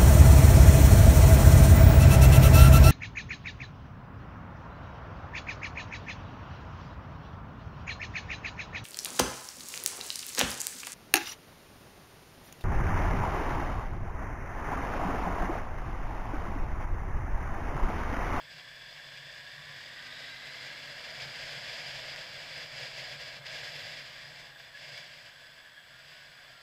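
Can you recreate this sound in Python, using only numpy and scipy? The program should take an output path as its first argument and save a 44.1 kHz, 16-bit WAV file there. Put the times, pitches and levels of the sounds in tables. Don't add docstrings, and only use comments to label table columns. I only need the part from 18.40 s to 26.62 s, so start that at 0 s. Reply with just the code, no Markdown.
import sys
import numpy as np
from scipy import signal
from scipy.fft import rfft, irfft
from scipy.io import wavfile
from scipy.ndimage import uniform_filter1d

SR = 44100
rng = np.random.default_rng(int(sys.argv[2]) if len(sys.argv) > 2 else 0)


def materialize(psi):
    bounded = np.clip(np.atleast_2d(psi).T, -1, 1)
    quanta = np.round(bounded * 32767).astype(np.int16)
    wavfile.write(sys.argv[1], SR, quanta)


N = 362502
TIME = np.arange(N) / SR
FREQS = np.maximum(np.fft.rfftfreq(N, 1 / SR), 1)


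def undb(db):
    return 10 ** (np.asarray(db) / 20)


def unit(x):
    return x / np.sqrt(np.mean(x ** 2))


def curves(table):
    times, *columns = np.transpose(table)
    return [np.interp(TIME, times, column) for column in columns]


def slope(points):
    hz, db = np.transpose(points)
    return np.interp(np.log(FREQS), np.log(hz), db)


def shape(x, gain):
    return unit(irfft(rfft(x) * gain, N))


def noise():
    return rng.standard_normal(N)


def walk(rate):
    points = rng.standard_normal(N // 8)
    return unit(np.interp(TIME * rate, np.arange(len(points)), points))


def resonance(hz, centre_hz, width_hz):
    return 1 / (1 + (2 * (hz - centre_hz) / width_hz) ** 2)


# (frequency [Hz], level [dB])
CASE_RESPONSE = [(25, -24.5), (90, -10), (220, -14.5), (390, -16), (540, -10), (850, -10.5), (1350, -15),
                 (1570, -5), (2250, 1), (3900, -8.5), (5150, -6.5), (5750, -18), (7900, -23.5), (8800, -32),
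                 (15000, -36)]
# (centre [Hz], width [Hz], lift [dB])
CASE_RESONANCES = [(489, 41, 5), (574.6, 72, 6.5), (659, 102, 7), (729, 26, 5.5), (977, 72, 3.5),
                   (1640, 72, 4.5), (2360, 110, 2), (2510, 110, -2), (2687, 43, 6), (2905, 81, 4),
                   (3216, 130, 3.5), (3436, 107, 8.5), (4180, 65, 4), (4650, 140, 3.5), (4883, 120, 6.5),
                   (6640, 130, 3.5), (7420, 200, 5), (10200, 650, 2.5)]


def through_case(x, colour):
    lift_db = sum(db * resonance(FREQS, hz, width) for hz, width, db in CASE_RESONANCES)
    return shape(x, undb(slope(CASE_RESPONSE) + lift_db + slope(colour)))


# (centre [Hz], width [Hz], relative level [dB])
PIPE_RESONANCES = [(89, 22, 1.5), (244, 51, 1), (472, 150, -6.5)]


def exhaust(turns, crank_hz, uneven_db=0.5, count=10):
    hum = 0
    for multiple in np.arange(2, count) / 2:
        line_hz = multiple * crank_hz
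        pipe = sum(undb(db) * resonance(line_hz, hz, width) for hz, width, db in PIPE_RESONANCES)
        tone = np.sin(2 * np.pi * (multiple * turns + rng.random()))
        hum = hum + pipe * undb(uneven_db * walk(4)) * tone
    return unit(hum)


# (frequency [Hz], level [dB])
CLATTER_SPECTRUM = [(25, -8), (200, 0.5), (330, 1.5), (600, -11), (1100, 6.5), (1700, 6), (2400, -9),
                    (3400, -0.5), (5000, -6.5), (9500, 3), (15000, 2)]


def clatter(turns, decay_turns=0.51, scatter_db=2, wash=0.86):
    strengths = undb(scatter_db * rng.standard_normal(N // 100))
    knocks = strengths[turns.astype(int)] * np.exp(-(turns % 1) / decay_turns)
    return through_case(noise() * (wash + knocks), CLATTER_SPECTRUM)


# (multiple of the crank rate, relative level [dB],
# smear over the clean line [dB], smear rate [Hz], loudest at [Hz], width [Hz])
GEAR_MESHES = [(10.91, -17.5, -2, 120, 1010, 110), (12.35, -14.5, 0, 100, 1200, 230),
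               (11.94, 0, -3.5, 150, 1490, 130), (15.5, -7.5, 1, 200, 1570, 160),
               (18.52, -6, 8, 130, 1760, 480), (19.5, -8, 3, 120, 2100, 900),
               (20, -7, -5.5, 100, 2030, 770), (20.7, -7, 0, 170, 1700, 500), (39.3, -5, 8, 350, 3490, 300),
               (37.76, -5, 14, 480, 3870, 600)]


def gears(turns, crank_hz, throb=0.1, rattle_db=1.0):
    whine = 0
    for multiple, db, smear_db, smear_hz, hz, width in GEAR_MESHES:
        sway = 1 + undb(smear_db) * (walk(smear_hz) + 1j * walk(smear_hz)) / np.sqrt(2)
        mesh = unit(np.real(sway * np.exp(2j * np.pi * multiple * turns)))
        whine = whine + undb(db) * resonance(multiple * crank_hz, hz, width) * mesh
    throbbing = 1 + throb * np.sin(np.pi * turns)
    return unit(whine * throbbing * undb(rattle_db * walk(90)))


# (time [s], crank rate [Hz])
CRANK_RATE = [(0, 86.7), (.9, 88.2), (1.5, 96.3), (1.75, 100.5), (2.1, 104.2), (2.5, 110.3), (3, 119.9),
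              (3.4, 125.2), (4, 118.3), (4.8, 112.5), (5.5, 99.8), (6.35, 87.2), (6.9, 80.9), (7.5, 86),
              (8.22, 84.4)]
# (time [s], throttle [0-1])
THROTTLE_HAND = [(0, 0.07), (.9, 0.23), (1.6, 0.78), (2.3, 1), (2.95, 0.92), (3.5, 0.45), (5, 0.33),
                 (5.6, 0.57), (6.2, 0.18), (8.22, 0.09)]
# (time [s], level [dB])
GEAR_LEVEL = [(0, -58.5), (.6, -54.5), (1.8, -52), (2.5, -55), (3.5, -66), (5, -59), (6.3, -61), (7, -61),
              (7.37, -59), (7.6, -67), (8.22, -75)]
EXHAUST_DB, EXHAUST_LOAD_DB = -82, 17.5
CLATTER_DB, CLATTER_LOAD_DB = -57, 7.5


def engine():
    crank_hz, = curves(CRANK_RATE)
    throttle, = curves(THROTTLE_HAND)
    gear_db, = curves(GEAR_LEVEL)
    turns = np.cumsum(crank_hz * (1 + 0.00196 * walk(25))) / SR
    exhaust_db = EXHAUST_DB + EXHAUST_LOAD_DB * throttle ** 2
    clatter_db = CLATTER_DB + CLATTER_LOAD_DB * throttle
    return (undb(exhaust_db) * exhaust(turns, crank_hz)
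            + undb(clatter_db) * clatter(turns)
            + undb(gear_db) * gears(turns, crank_hz))


# (frequency [Hz], level [dB])
WIND_SPECTRUM = [(25, -6), (60, -1.5), (200, -1.5), (330, -1.5), (600, 0), (1100, -3), (1700, 1.5),
                 (2500, -2.5), (5000, 2), (15000, 0.5)]


def wind(flutter_db=1.0, flutter_hz=45, eddy_db=0.5, eddy_hz=420):
    eddies = undb(flutter_db * walk(flutter_hz) + eddy_db * walk(eddy_hz))
    return through_case(noise() * eddies, WIND_SPECTRUM)


def boom(hz=139, width_hz=36, steadiness=0.4):
    ring = shape(noise(), resonance(FREQS, hz, width_hz))
    swell = np.sqrt(uniform_filter1d(ring ** 2, SR // 8))
    return unit(ring / swell ** steadiness)


def rumble(hz=45, width_hz=70):
    return shape(noise(), resonance(FREQS, hz, width_hz))


def swells(table, squareness=3.4):
    return sum(db * .5 ** (abs(2 * (TIME - middle) / length) ** squareness) for middle, length, db in table)


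# (time [s], wind level [dB])
STEADY_AIRFLOW = [(0, -54.5), (.8, -50), (1.4, -50), (2.1, -47.5), (2.6, -46.5), (3.1, -42), (3.5, -41),
                  (4, -45), (4.6, -42), (5, -47), (5.85, -48), (6.3, -54), (6.85, -53.5), (7.42, -62.5),
                  (7.65, -54), (8.22, -58)]
# (middle [s], length [s], lift [dB])
AIR_GUSTS = [(.14, 0.1, 3), (2.82, 0.048, 2), (4.19, 0.12, 2.5), (4.44, 0.13, 1), (5.33, 0.44, 6.5),
             (6.52, .28, 6.5), (6.87, 0.048, 3)]
# (middle [s], length [s], drop [dB])
AIR_LULLS = [(4.02, 0.11, 1), (4.32, 0.12, 4), (4.78, 0.035, 4), (5.025, 0.064, 10), (6.14, 0.08, 7),
             (6.32, .05, 5), (6.74, .06, -0.5), (7.45, 0.07, 0)]
# (middle [s], length [s], boom lift [dB])
HELMET_THUMPS = [(.18, .25, 5), (.78, 0.23, 5.5), (1.29, 0.22, 7.5), (2.85, .1, 6), (3.17, .1, 4.5),
                 (3.57, 0.092, 4), (4.43, .08, 4), (4.76, .08, 5), (5, 0.063, 7), (5.42, .12, 4),
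                 (5.93, 0.12, 6), (6.53, 0.078, 3.5), (7.54, 0.068, 9)]
CRUISE_DB = -43
BOOM_DB, BOOM_PER_WIND = -60.5, 0.73
RUMBLE_DB, RUMBLE_PER_WIND = -70, 0.52


def air(unrest_db=0.77, unrest_hz=14):
    flow_db, = curves(STEADY_AIRFLOW)
    gust_db = flow_db + swells(AIR_GUSTS)
    rush_db = gust_db - swells(AIR_LULLS) + unrest_db * walk(unrest_hz)
    boom_db = BOOM_DB + BOOM_PER_WIND * (gust_db - CRUISE_DB) + swells(HELMET_THUMPS)
    rumble_db = RUMBLE_DB + RUMBLE_PER_WIND * (flow_db - CRUISE_DB)
    return undb(rush_db) * wind() + undb(boom_db) * boom() + undb(rumble_db) * rumble()


# (time [s], level [dB])
TYRE_LEVEL = [(0, -71), (1.7, -77), (2.7, -58.5), (3.55, -56), (5.3, -58.5), (5.8, -64), (7.4, -69),
              (8.22, -64.5)]
# (frequency [Hz], level [dB])
TYRE_SPECTRUM = [(25, -15), (250, -3), (450, -4), (600, 1.5), (900, -2), (1300, 7), (2000, -19.5),
                 (15000, -22)]


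def tyres():
    tyre_db, = curves(TYRE_LEVEL)
    return undb(tyre_db) * through_case(noise(), TYRE_SPECTRUM)


# (frequency [Hz], level [dB])
ELECTRONIC_TONES = [(7838, -81.5), (7865, -80.5), (7897, -80), (14987, -83)]


def electronics(hiss_db=-72, side_db=-6, drift_hz=2):
    whine = 0
    for hz, db in ELECTRONIC_TONES:
        phase = 2 * np.pi * np.cumsum(hz + drift_hz * walk(17)) / SR
        whine = whine + undb(db) * np.sqrt(2) * np.sin(phase)
    # (frequency [Hz], level [dB])
    treble = [(3500, -32), (4800, -15), (6000, -11.5), (8000, 7.0), (10000, 13), (15000, 10.5)]
    side = shape(noise(), undb(slope(treble)))
    opposed = side * np.array([[1], [-1]])
    return whine + undb(hiss_db) * (noise() + undb(side_db) * opposed)


# (time [s], decay [s], level [dB])
CASE_BUFFETS = [(0.773, 0.013, -44), (1.625, 0.0043, -43), (1.728, 0.0045, -48), (2.07, 0.025, -44),
                (3.7612, 0.0013, -33), (5.0565, 0.023, -48.5), (6.577, 0.0086, -41.5), (6.853, .0015, -43)]
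# (frequency [Hz], level [dB])
BUFFET_SPECTRUM = [(100, -20), (600, -1), (1700, 2), (15000, 3)]


def case_buffets():
    bursts = sum(undb(db) * (TIME >= start) * np.exp(-abs(TIME - start) / decay)
                 for start, decay, db in CASE_BUFFETS)
    return bursts * through_case(noise(), BUFFET_SPECTRUM)


def glides(table, waver, waver_hz):
    tones, unrest = np.zeros(N), 1 + waver * walk(waver_hz)
    for start, length, from_hz, to_hz, db in table:
        along = np.clip((TIME - start) / length, 0, 1)
        hz = (from_hz + (to_hz - from_hz) * along) * unrest
        swell = np.sqrt(2) * np.sin(np.pi * along)
        tones += undb(db) * swell * np.sin(2 * np.pi * np.cumsum(hz) / SR)
    return tones


# (start [s], length [s], start pitch [Hz], end pitch [Hz], level [dB])
BRAKE_SQUEALS = [(5.2, 0.34, 12630, 12350, -73), (5.48, 0.3, 12350, 12030, -82),
                 (6.1, .18, 13760, 13600, -76)]


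def squeals():
    return glides(BRAKE_SQUEALS, waver=.013, waver_hz=900)


# (start [s], length [s], start pitch [Hz], end pitch [Hz], level [dB])
DRIVE_WHINES = [(5.68, 0.68, 328.3, 294, -78.5), (5.72, 0.62, 885, 784, -69),
                (6.33, 0.046, 1673, 1720, -48.5), (6.9, 0.29, 1540, 1534, -63),
                (7.33, 0.1, 3270, 3264, -64), (7.36, 0.043, 1673, 1660, -52.5),
                (7.46, 0.19, 1380, 1440, -64.5), (7.68, 0.19, 1470, 1510, -62),
                (7.86, 0.19, 1455, 1437, -65), (8.05, 0.3, 1383, 1377, -63.5)]


def whines():
    return glides(DRIVE_WHINES, waver=0.0056, waver_hz=157.4)


def scene():
    small = case_buffets() + squeals() + whines()
    return engine() + air() + tyres() + electronics() + small


def record(dry):
    low_pass = signal.ellip(12, .1, 70, 15300, fs=SR, output="sos")
    return signal.sosfilt(low_pass, dry)


dry = scene()
out = record(dry)
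materialize(out)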